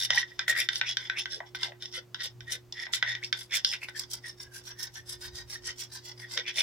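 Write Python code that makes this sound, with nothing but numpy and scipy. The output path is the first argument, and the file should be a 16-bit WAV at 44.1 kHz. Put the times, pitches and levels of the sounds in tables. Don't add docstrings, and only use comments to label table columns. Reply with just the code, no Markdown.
import sys
import numpy as np
from scipy import signal
from scipy.fft import rfft, irfft
from scipy.io import wavfile

SR = 44100
rng = np.random.default_rng(int(sys.argv[2]) if len(sys.argv) > 2 else 0)


def store_wav(level_fs):
    pcm = np.round(np.clip(np.atleast_2d(level_fs), -1, 1) * 32767)
    wavfile.write(sys.argv[1], SR, pcm.T.astype(np.int16))


N = 291942
TIME = np.arange(N) / SR


def undb(db):
    return 10 ** (np.asarray(db) / 20)


def unit_rms(x):
    return x / np.sqrt(np.mean(x ** 2))


def unit_energy(x):
    return x / np.sqrt(np.sum(x ** 2, axis=-1, keepdims=True))


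def band(x, lo_hz, hi_hz, order=2):
    limits_hz = [lo_hz, min(hi_hz, 0.45 * SR)]
    return signal.sosfilt(signal.butter(order, limits_hz, "band", fs=SR, output="sos"), x)


def colour(x, points):
    hz, db = np.transpose(points)
    bins_hz = np.maximum(np.fft.rfftfreq(N, 1 / SR), 1)
    gain = undb(np.interp(np.log(bins_hz), np.log(hz), db))
    return irfft(rfft(x) * gain, N)


def pair(size, alike):
    noise = rng.standard_normal((3, size))
    return np.sqrt(alike) * noise[0] + np.sqrt(1 - alike) * noise[1:]


def walk(rate):
    knots = rng.standard_normal(N // 8)
    return np.interp(TIME * rate, np.arange(len(knots)), knots)


def add(out, sound, s):
    start = int(s * SR)
    part = sound[:, :N - start]
    out[:, start:start + part.shape[1]] += part


# (frequency [Hz], rms level [dB], left minus right [dB])
HUM_TONES = [(55, -79, -19), (120.3, -54.5, 0), (252, -82, -13), (359.8, -58.5, -6.5)]
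# (frequency [Hz], relative level [dB per Hz])
AIR_COLOUR = [(25, -9), (60, -12.5), (130, 1.5), (250, 0), (450, -4), (1000, -9), (2000, -14.5),
              (5000, -18.5), (8000, -28.5), (12000, -35), (16000, -42)]
# (time [s], relative level [dB])
BREEZE_LEVELS = [(0.0, -81), (0.13, -68.5), (2.21, -71), (2.36, -56), (2.78, -71.5), (4.9, -65.5),
                 (5.36, -52.5), (6.62, -80)]


def background(air_db=-59, breeze_db=3, waver_db=3.5, gust_db=3.5):
    hum = 0
    for hz, db, pan_db in HUM_TONES:
        sides_db = np.array([[pan_db], [-pan_db]]) / 2
        tone = np.sqrt(2) * np.sin(2 * np.pi * (hz * TIME + rng.random()))
        hum = hum + undb(db + waver_db * walk(7.1) + sides_db) * tone
    air = undb(air_db) * unit_rms(colour(pair(N, 0.66), AIR_COLOUR))
    eddies = pair(N, 0.49)
    gusts = unit_rms(colour(eddies, [(20, -20), (40, -9), (60, 3), (90, 0), (160, -13.5), (400, -62)]))
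    strength_db = np.interp(TIME, *np.transpose(BREEZE_LEVELS)) + gust_db * walk(42)
    return hum + air + undb(breeze_db + strength_db) * gusts


def stroke(s, swell_s, fade_s):
    span = np.flatnonzero((TIME > s - 3 * swell_s) & (TIME < s + 3 * fade_s))
    t = TIME[span] - s
    return span, np.exp(-(t / np.where(t < 0, swell_s, fade_s)) ** 2)


def grains(per_s, spread_db, bounce_hz, bounce_db, alike):
    caught = rng.random(N) < per_s / SR
    size = undb(spread_db * np.clip(rng.standard_normal(N), -2, 2))
    bounce = undb(bounce_db * walk(bounce_hz))
    return unit_rms(pair(N, alike) * caught * size * bounce)


def skips(skip_hz=95, uneven=0.4, release=3):
    phase = np.cumsum(skip_hz * np.exp(uneven * walk(skip_hz))) / SR
    return np.exp(-release * (phase % 1))


def bends(db, bright_db, shares):
    hz, share_db = np.transpose(shares)
    tilt_db = bright_db * np.log2(hz / hz[0])
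    return db + 20 * np.log10(unit_energy(undb(share_db + tilt_db)))


# (flatwise [Hz], its t60 [s], edgewise [Hz], its t60 [s], edgewise over flatwise [dB],
#  crack from [Hz], crack to [Hz], crack over modes before cleaning [dB])
BOARD_MODES = [(570, 0.0031, 967, 0.033, 5.5, 504, 1200, 5), (1555, .028, 1940, .036, 0, 1350, 2450, -5),
               (3180, 0.013, 3540, 0.021, 7, 2750, 3950, -3.5),
               (4860, 0.017, 5300, 0.026, 3, 3990, 6080, -3)]


def ring(levels_db, edge_db, hold, crack_t60_s, detune, port_turn, upper_lean, clean_db=0, tuning=1):
    size, place_db = 3000, 2
    t = np.arange(size) / SR
    out = 0
    for k, mode_row in enumerate(BOARD_MODES):
        flat_hz, flat_t60, edge_hz, edge_t60, lead_db, lo_hz, hi_hz, crack_db = mode_row
        lean_db = lead_db + edge_db * (1 if k == 1 else upper_lean)
        modes = 0
        for hz, t60, db in (flat_hz, flat_t60, 0), (edge_hz, edge_t60, lean_db):
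            own_hz = tuning * hz * (1 + detune * rng.standard_normal())
            phase = port_turn * hz / 2000 * rng.standard_normal((2, 1))
            tone = np.sin(2 * np.pi * own_hz * t + phase) * undb(-60 * t / (t60 * hold))
            own_db = db + place_db * rng.standard_normal()
            modes = modes + undb(own_db) * unit_energy(tone)
        crack = band(pair(size, 0.85) * undb(-60 * t / crack_t60_s), lo_hz, hi_hz, order=3)
        bend = unit_energy(modes) + undb(crack_db - clean_db) * unit_energy(crack)
        bend = band(bend, 1.05 * lo_hz, 1.186 * hi_hz, order=3)
        out = out + undb(levels_db[k]) * unit_energy(bend)
    return out


def drag(contacts, shares, edge_db, thud_db, thud_growth, hold, detune, clean_db):
    chatter_from_db, chatter_range_db = -44, 16
    out = np.zeros((2, N))
    rub = grains(per_s=5100, spread_db=0.5, bounce_hz=112, bounce_db=7.5, alike=0.6)
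    bites = grains(per_s=9000, spread_db=1, bounce_hz=89, bounce_db=2, alike=0.77)
    chatter = unit_rms(skips() * bites)
    for s, swell_s, fade_s, db, bright_db, tuning in contacts:
        span, contact = stroke(s, swell_s, fade_s)
        pressure_db = db - chatter_from_db
        skip = np.clip(pressure_db / chatter_range_db, 0, 1)
        force = contact * (np.sqrt(skip) * chatter[:, span] + np.sqrt(1 - skip) * rub[:, span])
        levels_db = [thud_db + thud_growth * pressure_db, *bends(db, bright_db, shares)]
        body = ring(levels_db, edge_db, hold, crack_t60_s=0.035, detune=detune, port_turn=0.44,
                    upper_lean=0.69, clean_db=clean_db, tuning=tuning)
        wood = unit_energy(signal.fftconvolve(force, body, axes=1))
        add(out, undb(db) * np.linalg.norm(contact) * wood, TIME[span[0]])
    return out


# (frequency [Hz], relative level [dB])
GRIT_COLOUR = [(380, -16), (550, -13), (1100, -11), (2000, -3), (4000, 12), (5500, 14.5), (6600, 1.5),
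               (7450, 5.5), (8800, -2), (10000, 4.5), (13500, -18), (15000, -13.5), (16500, -34)]


def slide(passes, paths_t60_s=0.0081, brisk_db=-51, brighten=0.14):
    size = 800
    out = np.zeros((2, N))
    clicks = grains(per_s=4500, spread_db=2, bounce_hz=120.9, bounce_db=4.5, alike=0.086)
    hiss = colour(clicks, GRIT_COLOUR)
    hiss = hiss / np.std(band(hiss, 8000, 16000, order=4))
    top = colour(hiss, [(8000, -49), (12000, -20)])
    for s, swell_s, fade_s, db in passes:
        span, speed = stroke(s, swell_s, fade_s)
        extra_top = undb(brighten * (db - brisk_db)) - 1
        grit = hiss[:, span] + extra_top * top[:, span]
        paths = unit_energy(pair(size, 0.55) * undb(-60 * TIME[:size] / paths_t60_s))
        add(out, undb(db) * signal.fftconvolve(speed * grit, paths, axes=1), TIME[span[0]])
    return out


# (frequency [Hz], relative level [dB])
BARE_BEND_SHARES = [(1750, 0.5), (3350, 2.5), (5050, -5.5)]
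# (time of hardest contact [s], wood swell [s], wood fade [s], wood level at hardest contact [dB],
#  brightness [dB per octave], grit level at its peak, before brightening [dB])
SCRAPE_STROKES = [(0.049, 0.057, 0.013, -24, 7.5, -43), (0.185, .055, 0.031, -24.5, 7, -48.5),
                  (0.305, .022, 0.071, -51, 8, -74), (0.396, 0.0079, .03, -34, -10, -75),
                  (0.482, 0.0042, 0.043, -28.5, 0.5, -39), (0.592, 0.03, 0.046, -27.5, 0.5, -42),
                  (0.762, 0.034, 0.027, -33.5, 6, -52.5), (0.9, 0.032, 0.029, -26, 7, -57.5),
                  (1.027, .045, 0.061, -37.5, 0.5, -71), (1.182, 0.012, 0.039, -28.5, 8.5, -55.5),
                  (1.325, .022, 0.046, -32.5, 10.5, -59), (1.475, .016, 0.022, -49.5, 3, -78),
                  (1.553, .005, 0.016, -33, 4, -55.5), (1.645, 0.046, 0.035, -31.5, 1, -54.5),
                  (1.838, 0.022, 0.018, -37, 6, -64), (1.933, 0.017, .008, -38, 19, -70),
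                  (1.968, 0.026, 0.02, -30.5, 2, -51.5), (2.202, 0.0073, 0.025, -31, 3, -66),
                  (2.244, 0.021, 0.027, -30, 9, -47), (2.528, 0.036, 0.028, -33.5, -1.5, -45),
                  (2.815, 0.047, 0.037, -37.5, 11, -62), (2.939, 0.011, 0.036, -26.5, 2.5, -39.5),
                  (3.091, 0.027, 0.041, -31, 6, -58), (3.235, 0.011, 0.047, -53, 1, -61),
                  (3.395, 0.029, 0.051, -40.5, 3.5, -51.5), (3.549, 0.025, 0.035, -24, 5.5, -42.5),
                  (3.678, 0.023, 0.059, -30, 13, -56.5), (3.731, 0.011, 0.029, -34, -2, -48.5),
                  (3.819, 0.01, 0.049, -56, -14, -55), (3.892, 0.011, 0.0066, -38.5, -7.5, -57),
                  (6.373, 0.0049, 0.029, -26, 1.5, -59), (6.484, 0.017, 0.028, -29.5, 3.5, -60),
                  (6.594, 0.033, .15, -22.5, 6.5, -40.5)]


def scrapes(skid_db=-45, skid_swell_s=0.0054, skid_fade_s=0.035, skid_lag_s=0.016, grit_length=0.87):
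    drags, passes, skids = [], [], []
    for s, swell_s, fade_s, wood_db, bright_db, grit_db in SCRAPE_STROKES:
        drags.append((s, swell_s, fade_s, wood_db, bright_db, 1))
        passes.append((s, grit_length * swell_s, grit_length * fade_s, grit_db))
    for s, db, bright_db, _, _ in KNOCK_HITS:
        skids.append((s + skid_lag_s, skid_swell_s, skid_fade_s, db + skid_db, bright_db, 1))
    wood = drag(drags, BARE_BEND_SHARES, edge_db=10, thud_db=-62.5, thud_growth=0.43,
                hold=1.02, detune=0.02, clean_db=0)
    skidding = drag(skids, BARE_BEND_SHARES, edge_db=1, thud_db=-63, thud_growth=0.91,
                    hold=2, detune=0.0155, clean_db=2.5)
    return wood + skidding + slide(passes)


# (middle time [s], half length [s], pitch going in [Hz], pitch going out [Hz], level at the middle [dB])
HOLLOW_GLIDES = [(0.162, 0.047, 763, 1018, -40.5), (0.507, .025, 640, 623, -44),
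                 (0.585, 0.036, 1782, 2423, -26), (0.602, .02, 620, 570, -49),
                 (0.879, 0.037, 2100, 3040, -33.5), (1.184, 0.027, 1976, 3300, -29),
                 (1.372, 0.02, 540, 490, -48), (1.43, 0.027, 801, 890, -50),
                 (1.673, 0.047, 998, 637, -46.5), (1.985, 0.015, 560, 508, -46),
                 (2.256, .02, 570, 502, -54), (2.55, .03, 538, 501, -53.5), (2.89, 0.017, 877, 846, -50),
                 (3.09, 0.0306, 620, 674, -55), (3.237, .015, 2000, 2700, -33.5),
                 (3.543, 0.024, 2080, 2468, -26.5), (3.739, 0.013, 2410, 2340, -29.5),
                 (3.836, 0.016, 2280, 2460, -32), (6.385, .02, 548, 515, -42),
                 (6.483, 0.026, 2238, 2445, -31.5), (6.598, .035, 600, 568, -47),
                 (6.604, .03, 2293, 2473, -27)]


def hollows(width=0.26, alike=0.79, rasp=0.71):
    out = np.zeros((2, N))
    stir = (pair(N, alike) + 1j * pair(N, alike)) * skips() ** rasp
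    for s, half_s, from_hz, to_hz, db in HOLLOW_GLIDES:
        span, contact = stroke(s, half_s, half_s)
        progress = np.clip(0.5 + 0.5 * (TIME[span] - s) / half_s, 0, 1)
        hz = from_hz * (to_hz / from_hz) ** progress
        lowpass = signal.butter(2, 0.5 * width * from_hz, fs=SR, output="sos")
        flutter = signal.sosfilt(lowpass, stir[:, span])
        carrier = np.exp(2j * np.pi * np.cumsum(hz) / SR)
        tone = unit_energy(contact * np.real(flutter * carrier))
        add(out, undb(db) * np.linalg.norm(contact) * tone, TIME[span[0]])
    return out


# (time of hardest contact [s], half length [s], pitch before slight detuning [Hz], level at hardest contact [dB])
EDGE_CATCHES = [(0.122, 0.018, 1950, -26), (0.178, 0.014, 1924, -14.5), (0.224, 0.021, 1896, -29),
                (0.297, .03, 1903, -46), (.507, 0.024, 1888, -19), (0.583, 0.042, 1945, -27),
                (1.335, 0.015, 1614, -41), (2.208, 0.013, 1880, -35), (2.484, 0.016, 1882, -35),
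                (2.814, 0.051, 1935, -33), (3.095, 0.049, 1924, -27), (3.164, 0.02, 1947, -38),
                (3.965, 0.015, 1790, -35.5), (4.26, .02, 1874, -35.5), (4.453, 0.022, 1630, -51.5),
                (4.558, 0.034, 1594, -43.5), (4.703, 0.02, 1640, -48), (4.822, 0.047, 1835, -43.5),
                (4.98, 0.017, 1800, -40.5), (5.255, 0.027, 1680, -48), (5.554, 0.0067, 1840, -34),
                (5.696, 0.0097, 1994, -35), (6.238, 0.032, 1884, -39)]


def catches(bright_db=-16):
    _, _, free_hz, *_ = BOARD_MODES[1]
    contacts = [(s, half_s, half_s, db, bright_db, hz / free_hz) for s, half_s, hz, db in EDGE_CATCHES]
    return drag(contacts, BARE_BEND_SHARES, edge_db=41, thud_db=-74, thud_growth=0.7,
                hold=1.11, detune=0.0025, clean_db=13)


# (time [s], energy level of the bends [dB], brightness [dB per octave], energy level of the thud [dB],
#  extra edgewise over flatwise in the first bend [dB])
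KNOCK_HITS = [(0.1044, 10, 2, -7.5, 12), (0.3926, 5.5, 0, -19, -6), (0.4801, 7, -9, -22, 25),
              (0.6105, 0.5, 3, -32, 1), (0.688, 8.5, -1, -33, 6), (0.7317, -4, 4, -41, 14),
              (0.7573, 0.5, 9, -45, 6), (0.8125, 7.5, -6, -13.5, 2), (0.9698, 6, 3, -25, -7),
              (1.098, 5.5, -8.5, -20.5, 4), (1.2564, -1, -5, -24, -7), (1.4033, -6.5, -20, -7, 37),
              (1.548, -4.5, -6, -22.5, -19), (1.6317, 4, 7, -18, -12), (1.72, -16, -13, -20.5, 25),
              (1.823, -9, 6.5, -52, -20), (1.8563, -7, 11, -51, 16), (2.145, -2.5, 1.5, -24.5, -1.5),
              (2.4062, -12, 0.5, -40, -5), (2.7241, -7, 18, -29, 30), (2.867, -7, -11, -23.5, 25),
              (2.935, 6.5, 2, -46, 36), (3.0259, 9.5, -7, -8.5, 13), (3.151, -2, -3, -29, 24),
              (3.2363, -7, 4, -50, 23), (3.2455, -4.5, 26, -52, 24), (3.327, 8, 1, -37, -50),
              (3.6472, 10.5, 12, -28, -28), (3.7354, -2.5, 6, -45, -41), (3.826, -18, -18, -26, 23),
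              (3.8852, -9, -4.5, -21.5, -11), (6.3755, 5.5, 1.5, -16, 13)]


def knocks(tick_db=-29, tick_t60_s=0.013, settle_db=-9, settle_t60_s=0.12):
    out = np.zeros((2, N))
    for s, db, bright_db, thud_db, edge_db in KNOCK_HITS:
        levels_db = [thud_db, *bends(db, bright_db, BARE_BEND_SHARES)]
        wood = ring(levels_db, edge_db, hold=0.91, crack_t60_s=0.012, detune=0.009,
                    port_turn=0.73, upper_lean=0.1)
        t = TIME[:wood.shape[1]]
        tick = unit_energy(band(pair(len(t), 0.2) * undb(-60 * t / tick_t60_s), 7200, 11500))
        hit = wood + undb(levels_db[-1] + tick_db) * tick
        rebounds = rng.standard_normal(len(t)) ** 3 * undb(-60 * t / settle_t60_s)
        taps = undb(settle_db) * unit_energy(rebounds)
        taps[0] = 1
        add(out, signal.fftconvolve(hit, taps[None], axes=1), s)
    return out


# (frequency [Hz], relative level [dB])
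WAD_BEND_SHARES = [(1750, -0.5), (3350, 1.5), (5050, 4.5)]
# (time of hardest contact [s], wood level then [dB], grit level at its peak, before brightening [dB])
ROLL_STROKES = [(4.005, -38.5, -47.5), (4.146, -41.5, -49), (4.287, -40.5, -52), (4.43, -42.5, -57.5),
                (4.573, -50.5, -52), (4.69, -41, -56), (4.836, -39.5, -46.5), (4.98, -42, -58),
                (5.122, -41, -48), (5.254, -38.5, -49.5), (5.39, -38.5, -52), (5.54, -37.5, -47.5),
                (5.686, -34, -49), (5.823, -39.5, -48), (5.963, -40.5, -52.5), (6.086, -40, -53),
                (6.225, -46, -60.5), (6.348, -37, -50.5)]


def rolls(swell_s=0.041, fade_s=0.034, grit_swell_s=0.029, grit_fade_s=0.031):
    grit_lead_s = 0.013
    scatter_db = 1
    contacts, passes = [], []
    for s, wood_db, grit_db in ROLL_STROKES:
        contacts.append((s, swell_s, fade_s, wood_db, scatter_db * rng.standard_normal(), 1))
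        passes.append((s - grit_lead_s, grit_swell_s, grit_fade_s, grit_db))
    wood = drag(contacts, WAD_BEND_SHARES, edge_db=1.5, thud_db=-59, thud_growth=0.7,
                hold=1.18, detune=0.045, clean_db=1.5)
    return wood + slide(passes)


def yard(dry, wet_db=-9, t60_s=0.13, gap_s=0.0017):
    size = 16000
    t = np.arange(size) / SR
    onset = np.clip(t / gap_s - 1, 0, 1)
    tail = unit_energy(pair(size, 0.028) * undb(-60 * t / t60_s) * onset)
    scatter = signal.fftconvolve(dry, tail, axes=1)[:, :N]
    return dry + undb(wet_db) * colour(scatter, [(500, 2.5), (2000, 2.5), (5500, -1.5), (10000, -11)])


def scene(port_lag_s=4.2e-5):
    left, right = scrapes() + hollows() + catches() + knocks() + rolls()
    delay = np.exp(-2j * np.pi * np.fft.rfftfreq(N, 1 / SR) * port_lag_s)
    late_left = irfft(rfft(left) * delay, N)
    return background() + yard(np.array([late_left, right]))


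def record(dry, top_hz=16300):
    left = colour(dry[0], [(4000, -5), (8000, -0.5), (11000, 6), (15000, 15.5)])
    right = colour(dry[1], [(4000, -5), (8000, 3), (11000, -5), (15000, 7)])
    lowpass = signal.ellip(8, 0.2, 70, top_hz, fs=SR, output="sos")
    return signal.sosfilt(lowpass, np.array([left, right]))


dry = scene()
out = record(dry)
store_wav(out)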